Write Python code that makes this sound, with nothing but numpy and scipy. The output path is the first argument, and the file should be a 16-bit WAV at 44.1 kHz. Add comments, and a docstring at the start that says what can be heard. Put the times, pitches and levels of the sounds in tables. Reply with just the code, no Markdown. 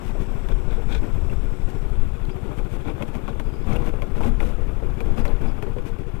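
"""A gravel track, heard from the chest of a rider whose single-cylinder scooter creeps along near idle.
The exhaust thumps about 14 times a second under low buffeting from the air and the rider's sway.
The tyres grind over stones, which snap, ping off metal, thud through the frame and knock and rattle
the plastic bodywork. A thin hiss lasts for the first stretch; later the brake rubs faintly.
Nearly all of the sound is in the left channel."""
import sys
import numpy as np
from scipy import signal
from scipy.fft import rfft, irfft
from scipy.io import wavfile
from scipy.ndimage import uniform_filter1d

SR = 44100
rng = np.random.default_rng(int(sys.argv[2]) if len(sys.argv) > 2 else 0)


def digitize_waveform(pressure):
    """Quantize a signal to 16-bit integers and store it at the path in sys.argv[1].

    Rows of a 2-D input are taken as channels; values are limited to [-1, 1].
    """
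    field = np.atleast_2d(pressure).T
    bounded = np.clip(field, -1, 1)
    quanta = np.round(bounded * 32767).astype(np.int16)
    wavfile.write(sys.argv[1], SR, quanta)


N = 273420
T = np.arange(N) / SR


def amp(db):
    """Decibels to gain."""
    return 10 ** (np.asarray(db) / 20)


def unit(x):
    """Scales to rms 1."""
    return x / np.sqrt(np.mean(x ** 2) + 1e-20)


def steadied(x):
    """Rides the gain to hold the slow level of x at rms 1."""
    return x / np.sqrt(uniform_filter1d(x ** 2, size=9000))


def follow(rows):
    """Reads each column of an automation curve at every sample."""
    s, *columns = np.transpose(rows)
    return [np.interp(T, s, c) for c in columns]


def arch(t, middle, length):
    """A smooth rise and fall."""
    return np.cos(np.pi * np.clip((t - middle) / length, -.5, .5))


def swells(rows):
    """An envelope with one arch for each row."""
    return sum(amp(db) * arch(T, s, length) for s, length, db in rows)


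def add(mix, s, sound):
    """Mixes a sound in at s seconds."""
    part = mix[max(round(s * SR), 0):][:len(sound)]
    part += sound[:len(part)]


def waver(rate_hz):
    """A random drift of rms 1, moving at up to about the given rate."""
    hz = np.fft.rfftfreq(N, 1 / SR)
    return unit(irfft(rfft(rng.standard_normal(N)) * np.exp(-(hz / rate_hz) ** 2), N))


def grains(per_s, spread_db, size=N):
    """Random tiny impacts of either sign, most small and a few large."""
    chance, excess = rng.random(size) - .5, rng.exponential(1, size)
    out, hit = np.zeros(size), abs(chance) < .5 * per_s / SR
    out[hit] = np.sign(chance[hit]) * amp(spread_db * np.minimum(excess[hit], 4))
    return out


def blow(t, chatter_s):
    """A contact followed by fast dying chatter."""
    return np.exp(-t / chatter_s) * rng.standard_normal(len(t)) + 2 * (t == 0)


def note(hz, decay_s):
    """One struck mode dying away."""
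    t = T[:SR // 8]
    return np.exp(-t / decay_s) * np.sin(2 * np.pi * hz * t)


def colour(x, curve, size=8192):
    """Minimum-phase EQ along a curve of (Hz, dB) points."""
    hz, db = np.transpose(curve)
    bin_hz = abs(np.fft.fftfreq(size, 1 / SR))
    log_gain = np.log(amp(np.interp(np.log(bin_hz + 1), np.log(hz), db)))
    taps = np.fft.ifft(np.exp(np.conj(signal.hilbert(log_gain)))).real[:size // 2]
    return signal.oaconvolve(x, taps)[:len(x)]


def ring(x, modes, focus_hz=0, focus_db=0):
    """A bank of resonances; the place of a blow favours the modes near focus_hz."""
    out = 0
    for k, (hz, width, db) in enumerate(modes):
        near = np.exp(-((hz - focus_hz) / (0.25 * hz)) ** 2)
        band = signal.lfilter(*signal.iirpeak(hz, hz / width, SR), x)
        out = out + (-1) ** k * amp(db + focus_db * near) * band
    return out


def detuned(modes, scatter=0.04):
    """The modes as they ring from one spot: each a little higher or lower."""
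    return [(hz * (1 + scatter * rng.uniform(-1.18, 1)), width, db) for hz, width, db in modes]


def muffle(x):
    """Rolls off the top: plastic panels carry nothing above their highest mode."""
    return signal.sosfilt(signal.butter(N=6, Wn=3800, fs=SR, output="sos"), x)


def thump(t, hz):
    """One smooth push of gas with its rebound."""
    u = (np.pi * hz * t) ** 2
    return (2 * u - 1) * np.exp(-u)


# The revs. Each row: time in seconds, firings per second.
ENGINE_SPEED = [(0.0, 13.39), (0.5, 13.58), (1.4, 13.77), (1.75, 13.41), (1.87, 10.6), (2.0, 13.79),
                (2.9, 13.6), (3.6, 13.86), (4.25, 14.41), (4.65, 12.98), (4.95, 13.93), (5.25, 13.33),
                (5.6, 13.78), (6.2, 13.75)]
# The engine's load. Each row: time in seconds, relative levels of exhaust thump and crank shake in dB.
ENGINE_LOAD = [(0, -39.5, -32.5), (1, -38.5, -32), (2.5, -38, -34.5), (4, -38, -42), (6.2, -39, -41)]
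# The hollow ring of the silencer. Each row: pitch in Hz, width in Hz, gain in dB.
SILENCER_MODES = [(373.5, 18, -1), (465, 8, -4)]
# The voice of the plastic bodywork. Each row: pitch in Hz, width in Hz, gain in dB.
PANEL_MODES = [(1080, 156, 7.5), (1440, 84, 10.5), (2295, 450, 1), (2700, 320, -3), (3300, 290, -15.5),
               (3430, 96, -0.5)]


def engine(burn_spread_db=1.4, jitter_s=0.0007, bounce_s=0.01443):
    """A four-stroke: one exhaust thump and two turns of the crank in each cycle."""
    rate, = follow(ENGINE_SPEED)
    thump_db, crank_db = follow(ENGINE_LOAD)
    cycles = .215 + np.cumsum(rate) / SR
    firing = np.round(cycles).astype(int)
    vigour, delay = rng.standard_normal(size=(128, 2))[firing].T  # no two burns are alike
    since = (cycles - firing) / rate - jitter_s * delay  # seconds from the nearest firing
    strength = amp(burn_spread_db * vigour)
    # each thump comes back from the end of the pipe, thinner and weaker
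    bounce = amp(-7.5) * thump(since - bounce_s, hz=167)
    exhaust = amp(thump_db) * unit(strength * (thump(since, hz=94.6) + bounce))
    crank = amp(crank_db + 4.5 * waver(10.7)) * unit(np.cos(4 * np.pi * cycles + np.pi / 4))
    # the gas leaves in a puff that rings the silencer
    puff = strength * np.exp(-((since - .012) / 0.018) ** 2) * rng.standard_normal(N)
    silencer = amp(-49) * unit(ring(puff, SILENCER_MODES))
    # valves and piston clatter softly through the panels
    beat = np.exp(-((since - .012) / 0.024) ** 2) + .5 * np.exp(-((since + 0.033) / 0.009) ** 2)
    clatter = amp(-58) * unit(ring(beat * rng.standard_normal(N), PANEL_MODES))
    return exhaust + crank + silencer + clatter


# Air and sway at the microphone. Each row: time in seconds, relative level in dB.
SWAY_LEVEL = [(0, -59), (.3, -30.5), (1.0, -24), (1.85, -28.5), (2.05, -23.5), (2.3, -40.5), (3.55, -34.5),
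              (3.75, -30), (3.92, -27.5), (4.6, -25), (5.3, -24.5), (5.55, -30.5), (6.2, -37)]
# The bass-heavy tone of the buffeting. Each row: frequency in Hz, gain in dB.
BUFFET_EQ = [(8, -3.5), (28, -2), (42, -8), (60, -11.5), (100, -14), (170, -18), (1000, -83.5)]


def buffeting(sway_top_hz=74, heave_s=0.18, db_per_doubling=7):
    """Lumpy low pressure on the microphone: the rider sways, and heaves harder over longer bumps."""
    sway_db, = follow(SWAY_LEVEL)
    heave = swells([(s, heave_s, shake_db + 10.5 + db_per_doubling * np.log2(length / 0.28))
                    for s, length, shake_db, _ in BUMPS])
    lumps = colour(rng.standard_normal(N), BUFFET_EQ)
    below_exhaust = signal.butter(N=2, Wn=sway_top_hz, fs=SR, output="sos")
    deep = signal.sosfilt(below_exhaust, colour(rng.standard_normal(N), BUFFET_EQ))
    gusts = amp(2.2 * waver(7) - .6)
    return gusts * (amp(sway_db) * steadied(deep) + heave * steadied(lumps))


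# The steady bed of rolling tyres. Each row: time in seconds, relative level in dB.
ROLL_LEVEL = [(0, -40), (.9, -41), (2.7, -42.5), (4.9, -40.5), (5.3, -38.5), (6.2, -44)]
# The dark tone of that roll. Each row: frequency in Hz, gain in dB.
ROLL_EQ = [(30, -2.5), (70, 2.5), (100, -0.5), (190, 1.5), (330, -2), (620, -10), (1450, -19.5),
           (1850, -25.5), (2500, -24.5), (3600, -38.5), (4300, -58), (12000, -45)]
# The low voice of the frame. Each row: pitch in Hz, width in Hz, gain in dB.
FRAME_MODES = [(226, 49, 1), (322, 39.4, 0), (393, 113, -5), (475, 18.7, 3), (566, 67, -8.5),
               (820, 144, -9), (1014, 120, -12.5)]
# Fine grit under the tyres. Each row: time in seconds, relative level in dB.
GRIT_LEVEL = [(0, -67), (1.9, -64.5), (4, -67), (6.2, -71)]
# The bright tone of the grit. Each row: frequency in Hz, gain in dB.
GRIT_EQ = [(1000, -9), (3500, 9), (4500, -4), (6200, -6.5), (7400, 1), (9000, -3.5), (14000, -7.5)]


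def tyres():
    """Small stones drum through the tyres and stir each frame mode in its own clumps; grit sits on top."""
    roll_db, = follow(ROLL_LEVEL)
    grit_db, = follow(GRIT_LEVEL)
    roll_gain = amp(roll_db - 1 + 2.3 * waver(28))
    roll = roll_gain * unit(colour(grains(per_s=2200, spread_db=1.5), ROLL_EQ))
    stirred = sum(ring(grains(per_s=500, spread_db=2) * amp(1.2 * waver(34)), [mode])
                  for mode in FRAME_MODES)
    grit = amp(grit_db + waver(22)) * unit(colour(grains(per_s=1600, spread_db=2), GRIT_EQ))
    return roll + amp(roll_db - 8.5) * unit(stirred) + grit


def snaps(per_s=220, low_hz=754, high_hz=3500, pitches=16, decay_cycles=6.3):
    """Small stones snap under the tread, low for the larger ones and high for the chips."""
    roll_db, = follow(ROLL_LEVEL)
    out = np.zeros(N)
    for hz in np.geomspace(low_hz, high_hz, pitches):
        tick = note(hz, decay_cycles / hz) * (hz / low_hz) ** -0.3
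        out += signal.oaconvolve(grains(per_s / pitches, spread_db=1), tick)[:N]
    return amp(roll_db - 17) * unit(muffle(out))


# The peaks of the thin hiss. Each row: centre in Hz, width in Hz, gain in dB, for one filter pass.
HISS_BANDS = [(5350, 520, 8), (7780, 1000, 7.5)]


def hiss(end_s=1.85, fade_s=0.02):
    """A thin hiss of twice-filtered noise lasts for the first stretch, then cuts out."""
    gate = np.clip((end_s - T) / fade_s, 0, 1)
    return amp(-70.5) * gate * unit(ring(ring(rng.standard_normal(N), HISS_BANDS), HISS_BANDS))


# The big bumps in the track. Each row: middle in seconds, length in seconds,
# relative levels of frame shake and loose-part rattle in dB.
BUMPS = [(0.036, .13, -54, -63.5), (0.219, 0.058, -42, -65), (0.93, 0.13, -35.5, -65),
         (1.053, 0.091, -36.5, -69), (1.703, 0.05, -61, -64.5), (2.504, 0.095, -36, -74),
         (2.582, 0.042, -44, -63.5), (2.736, 0.097, -40.5, -64.5), (2.885, 0.11, -33.5, -68.5),
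         (3.014, 0.053, -31, -70), (3.086, .04, -41, -65), (3.153, 0.06, -35, -66),
         (3.722, 0.15, -28, -62.5), (3.81, 0.074, -33, -69), (3.87, 0.08, -30, -60.5),
         (4.177, 0.073, -33, -65), (4.255, 0.11, -29.5, -59), (4.458, 0.15, -36.5, -61.5),
         (5.09, .14, -36.5, -75), (5.191, 0.066, -27, -59), (5.28, 0.11, -33.5, -70),
         (5.463, 0.1, -32, -68.5), (5.879, 0.07, -41.5, -63)]
# The tone of rattling loose parts. Each row: frequency in Hz, gain in dB.
RATTLE_EQ = [(300, 19.5), (2500, 15.5), (3600, 11.5), (4300, 5), (7400, 4), (14000, -0.5)]


def jolts():
    """Each bump shakes the frame, sets the panels buzzing and rattles loose parts."""
    out, t = np.zeros(N), T[:SR // 3]
    for s, length, shake_db, rattle_db in BUMPS:
        force = arch(t, length / 2, length)
        focus_hz = 273 * 2 ** (0.13 * rng.uniform(-1, 1))  # favours the low modes, never quite the same
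        frame_hits = force * grains(per_s=1500, spread_db=3.5, size=len(t))
        frame = unit(ring(frame_hits, detuned(FRAME_MODES), focus_hz, focus_db=5))
        panel_hits = force * grains(per_s=450, spread_db=3.5, size=len(t))
        panels = unit(ring(panel_hits, detuned(PANEL_MODES)))
        loose_hits = force * grains(per_s=2200, spread_db=2.3, size=len(t))
        rattle = amp(rattle_db + 12) * unit(colour(loose_hits, RATTLE_EQ))
        shake = amp(shake_db - 3) * muffle(frame + amp(-15) * panels)
        add(out, s - length / 2, np.sqrt(np.mean(force ** 2)) * (shake + rattle))
    return out


def ruts(threshold=0.8):
    """Small ruts rattle the loose parts faintly whenever the random shaking passes a threshold."""
    shaking = np.clip(waver(rate_hz=25) - threshold, 0, 1)
    rattle = unit(colour(grains(per_s=1600, spread_db=2), RATTLE_EQ))
    return amp(-74) * shaking * rattle


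# Hollow thuds of the suspension; the row at 3.279 s is instead the hollow body of the big stone knock struck at
# that moment. Each row: start in seconds, relative level in dB, main pitch in Hz.
SUSPENSION_THUDS = [(0.153, -35.5, 624), (0.501, -32.5, 478), (0.779, -31, 429), (0.954, -42, 383),
                    (1.021, -29.5, 316), (2.6, -33.5, 404), (2.859, -29, 291), (3.279, -35.5, 1112),
                    (3.739, -36, 620), (3.938, -27, 498), (4.207, -28.5, 905), (4.243, -28, 508),
                    (4.274, -21.5, 243), (4.584, -34.5, 475), (4.823, -28.5, 470), (5.007, -31, 500),
                    (5.172, -34.5, 490), (5.252, -29.5, 576), (5.627, -31.5, 406), (5.666, -30.5, 457),
                    (5.765, -26, 491), (5.989, -34, 458)]


def thuds(decay_cycles=10.6, pair_ratio=0.85):
    """A heavy blow from the suspension rings a pair of close modes, and the frame chatters after it."""
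    out, t = np.zeros(N), T[:SR // 8]
    for s, db, hz in SUSPENSION_THUDS:
        decay_s = decay_cycles / hz
        hollow = unit(note(hz, decay_s) + amp(-4) * note(pair_ratio * hz, decay_s))
        contact = blow(t, chatter_s=0.012)
        frame = unit(ring(contact, detuned(FRAME_MODES), focus_hz=1.03 * hz, focus_db=10))
        add(out, s, amp(db - 16) * (hollow + amp(-2) * frame))
    return muffle(out)


# Stone chips on metal. Each row: start in seconds, relative level in dB, pitch in Hz, decay in seconds.
CHIP_PINGS = [(.4873, -38, 3500, 0.0015), (1.2978, -42, 2700, 0.0064), (2.2528, -40.5, 4080, 0.00043),
              (2.649, -48, 3300, .0005), (3.732, -37, 5750, .0006), (3.765, -33.5, 2780, 0.004),
              (5.2802, -36.5, 4180, 0.00057), (5.873, -44, 5230, 0.00066)]
# The crisp tone of a stone's tick. Each row: frequency in Hz, gain in dB.
TICK_EQ = [(800, -21.5), (4000, -17), (14000, -20)]


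def pings():
    """A chip hits a metal part: one crisp click and a short ring."""
    out, t = np.zeros(N), T[:SR // 8]
    for s, db, hz, decay_s in CHIP_PINGS:
        click = colour(blow(t, chatter_s=0.002), TICK_EQ)
        add(out, s, amp(db) * (note(hz, decay_s) + amp(5.5) * click))
    return out


# Big stones on the bodywork. Each row: start in seconds, relative level in dB, strongest ring in Hz,
# level of the bright tick within the knock in dB.
STONE_KNOCKS = [(0.488, -40.5, 1650, -11), (2.2944, -41.5, 2600, -18), (2.5875, -41, 2520, -15),
                (2.8826, -35, 1370, -24), (2.902, -41.5, 2400, -20), (3.0235, -33, 2470, -14),
                (3.1518, -40, 2400, -11), (3.279, -32.5, 1190, -21), (3.397, -34.5, 2530, -12.5),
                (3.725, -40, 2400, -22), (3.76, -37.5, 2630, -10), (3.939, -44, 900, -24),
                (4.0207, -34, 2400, -13), (4.206, -33.5, 1200, -15.5), (4.234, -37, 2400, -18),
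                (4.4029, -30.5, 2130, -17), (4.4268, -35, 1290, -17), (5.005, -35, 2340, -12),
                (5.253, -33, 2110, -10.5), (5.4138, -40.5, 1510, -12), (5.625, -36.5, 2000, -11),
                (5.784, -43.5, 2400, -13), (5.988, -48.5, 2200, -9)]


def knocks():
    """A big stone gives a hard crack and a clack of the panels, a dull frame note and a bright tick."""
    out, t = np.zeros(N), T[:SR // 10]
    for s, db, ring_hz, tick_db in STONE_KNOCKS:
        crack = amp(-2) * unit(t == 0)
        contact = crack + unit(blow(t, chatter_s=0.0055))
        panels = unit(ring(contact, detuned(PANEL_MODES), ring_hz, focus_db=5.5))
        spot_mode = [(ring_hz, .45 * ring_hz, 0)]  # a broad ring at the struck spot
        spot = unit(ring(ring(contact, spot_mode), spot_mode))
        clack = unit(panels + amp(-5.5) * spot)
        frame = unit(ring(blow(t, chatter_s=0.019), detuned(FRAME_MODES), focus_hz=490, focus_db=2.5))
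        splinters = unit(blow(t, chatter_s=0.011)) + amp(-7) * unit(blow(t, chatter_s=0.001))
        tick = amp(tick_db) * unit(colour(splinters, TICK_EQ))
        add(out, s, amp(db - 16.5) * (muffle(clack + amp(7) * frame) + tick))
    return out


# Scrunches under a tyre. Each row: middle in seconds, length in seconds, relative level in dB.
SCRUNCHES = [(.52, 0.042, -49.5), (.73, 0.12, -52.5), (.943, 0.11, -41.5), (2.88, 0.082, -55),
             (3.285, 0.069, -52.5)]
# The ring of the gravel. Each row: centre in Hz, width in Hz, gain in dB, for one filter pass.
GRAVEL_MODES = [(1496, 173, 4), (2400, 300, 1.5), (3490, 530, 1), (6600, 5100, -10.5)]


def scrunches():
    """A tyre crushes the gravel in short swells of tiny ringing impacts."""
    crush = grains(per_s=1200, spread_db=3)
    return swells(SCRUNCHES) * unit(ring(ring(crush, GRAVEL_MODES), GRAVEL_MODES))


# Brief rubs of the brake. 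Each row: middle in seconds, length in seconds, relative level in dB.
BRAKE_RUBS = [(2.32, .06, -67), (3.555, 0.31, -69), (5.195, 0.081, -62.5), (5.485, 0.084, -65)]
# The brake's high ring. Its one row: centre in Hz, width in Hz, gain in dB, for one filter pass.
BRAKE_MODES = [(4920, 580, 0)]


def brake():
    """Dust scratches faintly in the brake when it rubs."""
    dust = grains(per_s=900, spread_db=2)
    return swells(BRAKE_RUBS) * unit(ring(ring(dust, BRAKE_MODES), BRAKE_MODES))


# The faint, dull right side. Each row: frequency in Hz, gain against the left in dB.
RIGHT_EQ = [(100, -29.5), (500, -37), (3000, -56)]


def scene():
    """The mix: the left channel takes everything, the right only a faint dull share."""
    ride = engine() + thuds() + buffeting() + tyres() + scrunches() + snaps()
    details = jolts() + ruts() + knocks() + pings() + brake() + hiss()
    left = amp(7) * (ride + details)
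    return np.array([left, colour(left, RIGHT_EQ)])


def record(dry, top_hz=15000):
    """Lays a soft noise floor under the mix and cuts the extreme top."""
    floor_eq = [(100, 2), (3000, 0), (14000, -3)]
    noise = np.array([colour(n, floor_eq) for n in rng.standard_normal((2, N))])
    lowpass = signal.firwin(301, top_hz, window=("kaiser", 9), fs=SR)
    return signal.oaconvolve(dry + amp(-70) * noise, lowpass[None], "same")


dry = scene()
out = record(dry)
digitize_waveform(out)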